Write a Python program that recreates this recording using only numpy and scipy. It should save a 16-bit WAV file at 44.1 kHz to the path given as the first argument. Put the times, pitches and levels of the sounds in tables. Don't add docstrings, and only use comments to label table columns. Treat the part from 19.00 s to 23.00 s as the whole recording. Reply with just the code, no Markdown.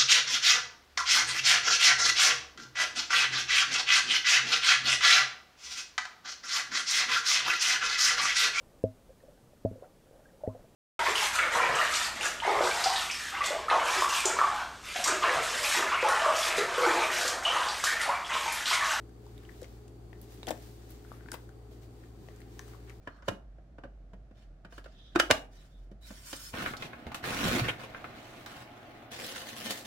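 import sys
import numpy as np
from scipy import signal
from scipy.fft import rfft, irfft
from scipy.io import wavfile
from scipy.ndimage import uniform_filter1d

SR = 44100
rng = np.random.default_rng(int(sys.argv[2]) if len(sys.argv) > 2 else 0)


def master_out(mix):
    frames = np.transpose(np.atleast_2d(mix))
    ceiling = np.clip(frames, -1, 1)
    pcm = np.round(ceiling * 32767).astype(np.int16)
    wavfile.write(sys.argv[1], SR, pcm)


N = 176400
T = np.arange(N) / SR
HIT_T = T[:2048]


def undb(db):
    return 10 ** (np.asarray(db) / 20)


def unit(x):
    return x / np.sqrt(np.mean(x ** 2))


def burst(x, db):
    return x * undb(db) * np.sqrt(.006 * SR / np.mean(np.sum(x ** 2, axis=-1)))


def pan(left_db):
    return unit(undb(np.array([[left_db], [-left_db]]) / 2))


def shape(x, gain):
    n = x.shape[-1]
    hz = np.maximum(np.arange(n // 2 + 1) * SR / n, 1)
    return irfft(rfft(x) * gain(hz), n)


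def colour(x, points):
    hz, db = np.array(points, float).T
    return unit(shape(x, lambda f: undb(np.interp(np.log(f), np.log(hz), db))))


def resonate(x, hz, q, stages=1):
    w = 2 * np.pi * min(hz, SR * .45) / SR
    a = np.sin(w) / (2 * q)
    for _ in range(stages):
        x = signal.lfilter([a, 0, -a], [1 + a, -2 * np.cos(w), 1 - a], x)
    return x


def noise(size, spread=1):
    mid, side = rng.standard_normal((2, size))
    return unit(mid + spread * side * np.array([[1], [-1]]))


def walk(rate_hz):
    hold = int(SR / rate_hz)
    steps = np.repeat(rng.standard_normal(N // hold + 1), hold)
    return unit(uniform_filter1d(uniform_filter1d(steps, hold), hold)[:N])


def add(out, start_s, x):
    i = int(start_s * SR)
    out[:, i:i + x.shape[-1]] += x[:, :N - i]


def swells(rows):
    return sum(undb(db) * np.sin(np.pi * np.clip((T - start_s) / length_s, 0, 1))
               for start_s, length_s, db in rows)


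def grains(per_s=140):
    sizes = undb(-2 * np.minimum(rng.exponential(size=N), 3))
    return unit((rng.random(N) < per_s / SR) * sizes * noise(N))


def ring(hz, modes, cycles, rise_s):
    detune = 1 + 0.036 * rng.standard_normal(len(modes))
    tone = sum(undb(db) * np.sin(2 * np.pi * hz * ratio * d * HIT_T)
               for (ratio, db), d in zip(modes, detune))
    return tone * np.exp(-HIT_T * hz / cycles) * (1 - np.exp(-HIT_T / rise_s)) ** 2


def hiss():
    # frequency in Hz, relative density in dB.
    spectrum = [(1000, 10.5), (2500, -2), (4300, -2), (4620, 2.5), (5000, -5.5), (8000, -4.5),
                (11000, -10.5), (15000, -8.5)]
    return pan(1.5) * undb(-65) * colour(noise(N), spectrum)


def air():
    # frequency in Hz, relative density in dB.
    spectrum = [(25, -24), (36, -12), (45, -5), (67, -2), (81, -12.5), (98, -2), (118, -6), (142, -11),
                (335, -5), (420, -9.5), (470, -13), (620, -22), (800, -20), (930, -33), (2000, -41.5),
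                (15000, -61.5)]
    mid, side = rng.standard_normal((2, N))
    side = shape(side, lambda f: 0.92 * f / np.hypot(f, 800))
    return pan(1.43) * undb(-54.5) * colour(mid + side * np.array([[1], [-1]]), spectrum)


def appliance_hum():
    # frequency in Hz, level in dB.
    partials = [(57.2, -52.5), (114.6, -54.5), (270, -71), (344.9, -67), (417.7, -63), (745, -75.5)]
    slope_db_per_s, waver_db, drift_rad = -0.04, 0.5, 0.34
    hum = 0
    for hz, db in partials:
        level_db = db + slope_db_per_s * (T - T.mean()) + waver_db * walk(4.35)
        phase = 2 * np.pi * (hz * T + rng.random()) + drift_rad * walk(3.675)
        hum = hum + np.sqrt(2) * undb(level_db) * np.sin(phase)
    return pan(1.43) * hum


def room(x):
    split_hz, onset_s = 2200, 0.0016
    t = T[:SR // 2]
    wash = noise(len(t), spread=0.15)
    low = shape(wash, lambda f: 1 / (1 + (f / split_hz) ** 4))
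    tail = 0
    for band, t60_s, db in ((low, 0.25, -7.5), (wash - low, 0.18, -10.5)):
        fade = np.exp(-np.log(1000) * t / t60_s) * (1 - np.exp(-t / onset_s))
        tail = tail + undb(db) * band * fade / np.sqrt(np.sum(fade ** 2))
    return signal.fftconvolve(x, tail, axes=1)[:, :N]


def fabric_rustle():
    # peak time in seconds, rise in seconds, fall in seconds, level in dB.
    strokes = [(.30, .06, 0.16, -65), (.58, 0.11, 0.17, -60.5), (1.32, 0.14, 0.3, -65.5),
               (1.57, 0.2, 0.12, -59), (1.93, 0.16, 0.095, -60.5), (2.36, 0.14, 0.085, -64),
               (2.72, 0.01, 0.057, -62.5), (2.83, 0.013, 0.027, -62), (3.04, 0.12, 0.057, -66.5),
               (3.29, 0.099, 0.13, -64), (3.58, 0.071, 0.099, -60), (3.71, 0.062, 0.05, -60),
               (3.92, 0.17, 0.045, -65.5)]
    # frequency in Hz, relative density in dB.
    spectrum = [(600, 10), (1200, 3), (1900, 5), (2600, 2), (3700, 3.5), (4300, 2), (4700, 2), (5300, 1),
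                (8000, -0.5), (11000, -6.5), (15000, -2)]
    power = sum(undb(db) ** 2 * np.exp(-((T - peak_s) / np.where(T < peak_s, rise_s, fall_s)) ** 2)
                for peak_s, rise_s, fall_s, db in strokes)
    friction = colour(noise(N) + undb(-8) * grains(), spectrum)
    flutter_db = 0.84 * walk(25.57)
    return pan(2) * friction * np.sqrt(power) * undb(flutter_db)


def mesh_pocket():
    # start in seconds, length in seconds, level in dB.
    swishes = [(1.212, 0.049, -62), (1.29, 0.09, -62), (1.53, 0.28, -63.5), (1.885, 0.052, -59.5),
               (2.02, 0.21, -64.5)]
    # frequency in Hz, relative density in dB.
    spectrum = [(2000, -3), (5000, 0.5), (8000, -3), (13000, -1), (15500, -6)]
    return pan(1.1) * swells(swishes) * colour(noise(N) + 0.5 * grains(), spectrum)


def finger_rubs():
    # start in seconds, length in seconds, level in dB.
    rubs = [(0.326, 0.18, -67.5), (2.014, 0.28, -64.5), (2.995, 0.088, -69), (3.202, 0.37, -69),
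            (3.516, 0.4, -68), (3.865, 0.071, -59.5)]
    drag = resonate(noise(N) + 0.28 * grains(), hz=1430, q=0.77, stages=2)
    return pan(0.79) * swells(rubs) * unit(drag)


def zip_edge():
    # start in seconds, length in seconds, level in dB.
    scrapes = [(.618, 0.048, -60), (1.472, 0.032, -41.5), (1.507, 0.015, -40.5), (2.327, 0.034, -45.5)]
    # frequency in Hz, relative density in dB.
    spectrum = [(500, -14), (1100, 12), (2000, 13.5), (5000, 3), (9000, -18), (15000, 1)]
    grit = 0.081 * noise(N) + grains(per_s=3900)
    return pan(4.2) * swells(scrapes) * colour(grit, spectrum)


def hollow_case(hits, t60_s=0.07):
    # frequency in Hz, gain in dB.
    modes = [(545, -10.5), (733, -10), (850, -3.5), (1170, -1), (1582, -12), (1940, -9), (3110, -4.5)]
    return sum(undb(db) * resonate(hits, hz, q=np.pi * hz * t60_s / np.log(1000)) for hz, db in modes)


def shell_knocks():
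    # start in seconds, pitch in Hz, level in dB, left over right in dB, periods to 1/e.
    knocks = [(0.6209, 474, -40, 7, 1.16), (1.129, 650, -54.5, 18, 0.37), (1.4305, 810, -49.5, 7, 0.29),
              (1.433, 380, -51, 1, 0.88), (1.469, 665, -41, 12, 2.6), (1.471, 317, -37, 12, 8.4),
              (1.4778, 750, -36, 10, 1.5), (1.4855, 590, -46, 16, 0.88), (1.491, 764, -38.5, 17, 1.8),
              (1.5069, 617, -27.5, 12, 0.61), (1.509, 308, -38, 1.5, 3.1), (1.5145, 800, -45.5, -15, 0.66),
              (2.117, 580, -46, 5, 0.23), (2.25, 169, -49, 1, 1.6), (2.325, 253, -45.5, 7, 1.1),
              (2.331, 824, -50.5, 12, 2), (2.3397, 993, -41.5, 14, 1.8), (2.3412, 468, -41.5, 10, 0.26),
              (2.717, 636, -58, -3, 1.2), (3.201, 179, -45, -3, 3.6), (3.2863, 540, -49.5, 3, 0.5),
              (3.5937, 1026, -52.5, 10, 1.6)]
    # ratio to the pitch, relative level in dB.
    modes = [(1, 7.5), (.33, -2), (.52, 0.5), (.8, 6), (1.2, -32)]
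    out = np.zeros((2, N))
    for start_s, hz, db, left_db, cycles in knocks:
        add(out, start_s, pan(left_db) * burst(ring(hz, modes, cycles, rise_s=0.0028), db))
    return out


def pen_clicks():
    # start in seconds, ring pitch in Hz, ring level in dB, crack centre in Hz,
    # crack level in dB.
    clicks = [(0.093, 1620, -66.5, 6000, -73), (0.2654, 970, -58, 4830, -66),
              (0.3787, 3540, -59, 10300, -64.5), (0.435, 1680, -62, 3500, -73),
              (0.451, 2930, -61, 3000, -64), (0.49, 1950, -55, 4000, -74), (0.494, 1770, -51.5, 4000, -76),
              (0.617, 1600, -59, 7000, -55.5), (0.6302, 2000, -64, 5750, -54.5),
              (0.644, 2050, -54.5, 3970, -58), (0.88, 2940, -69, 7020, -62),
              (1.13, 1950, -53.5, 2000, -62.5), (1.2152, 4660, -67, 13900, -52.5),
              (1.431, 3870, -49.5, 2570, -50.5), (1.4697, 3340, -45.5, 7800, -46.5),
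              (1.4848, 1910, -46, 8500, -50.5), (1.4849, 5300, -48, 5000, -43),
              (1.492, 1860, -57, 7900, -50), (1.5065, 3260, -48, 7000, -40.5),
              (1.5128, 1780, -55, 7900, -53), (1.905, 1500, -67, 15200, -51.5),
              (2.0488, 1410, -58, 2000, -77), (2.117, 1094, -46, 1480, -63), (2.208, 1560, -57, 2000, -79),
              (2.26, 1500, -54.5, 2000, -70), (2.286, 1650, -45.5, 1660, -52),
              (2.317, 5520, -47, 8400, -45), (2.3178, 10350, -45.5, 11000, -55),
              (2.3191, 1540, -42, 3880, -50), (2.331, 1770, -66, 8800, -48.5),
              (2.34, 5600, -57, 10800, -49), (2.346, 1580, -66, 11000, -59),
              (2.491, 1430, -57, 6000, -66.5), (3.038, 1850, -61.5, 3000, -80),
              (3.286, 2000, -55, 3500, -62.5), (3.362, 6900, -65, 8950, -66),
              (3.404, 1950, -61.5, 9800, -62.5), (3.4171, 2030, -61, 3000, -62),
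              (3.5929, 6400, -48.5, 12000, -57), (3.5932, 1850, -46, 3540, -54),
              (3.615, 1830, -62, 7000, -63), (3.68, 1290, -58.5, 8000, -61.5),
              (3.735, 1230, -56, 1790, -64), (3.7466, 1050, -55, 2000, -76),
              (3.8967, 2100, -53.5, 6140, -58), (3.903, 1900, -55.5, 3500, -71)]
    # ratio to the pitch, relative level in dB.
    modes = [(1, 12.5), (.6, 2.5), (1.2, 2), (1.9, -25.5)]
    # ring pitch in Hz, left over right in dB.
    pan_by_pitch = [(1200, 17), (1800, 20), (2600, 15), (4000, -21), (10000, 12)]
    pan_hz, pan_db = np.array(pan_by_pitch).T
    rise_s, decay_s, scatter_s = 0.00045, 0.00015, 0.0036
    scatter = undb(-24) * np.exp(-HIT_T / scatter_s)
    envelope = (np.exp(-HIT_T / decay_s) + scatter) * (1 - np.exp(-HIT_T / rise_s))
    out = np.zeros((2, N))
    for start_s, ring_hz, ring_db, crack_hz, crack_db in clicks:
        crack = resonate(noise(len(HIT_T)) * envelope, crack_hz, q=0.75, stages=2)
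        add(out, start_s, pan(2.5) * burst(crack, crack_db))
        barrel = ring(ring_hz, modes, cycles=2.2, rise_s=0.00041)
        add(out, start_s, pan(np.interp(ring_hz, pan_hz, pan_db)) * burst(barrel, ring_db))
    return out


def scene():
    hits = shell_knocks() + pen_clicks() + zip_edge()
    hits = hits + hollow_case(hits)
    reverb = room(hits)
    friction = fabric_rustle() + mesh_pocket() + finger_rubs()
    background = appliance_hum() + air() + hiss()
    return hits + reverb + friction + background


def record(dry):
    return signal.sosfilt(signal.ellip(10, .2, 70, 15700, fs=SR, output="sos"), dry)


dry = scene()
out = record(dry)
master_out(out)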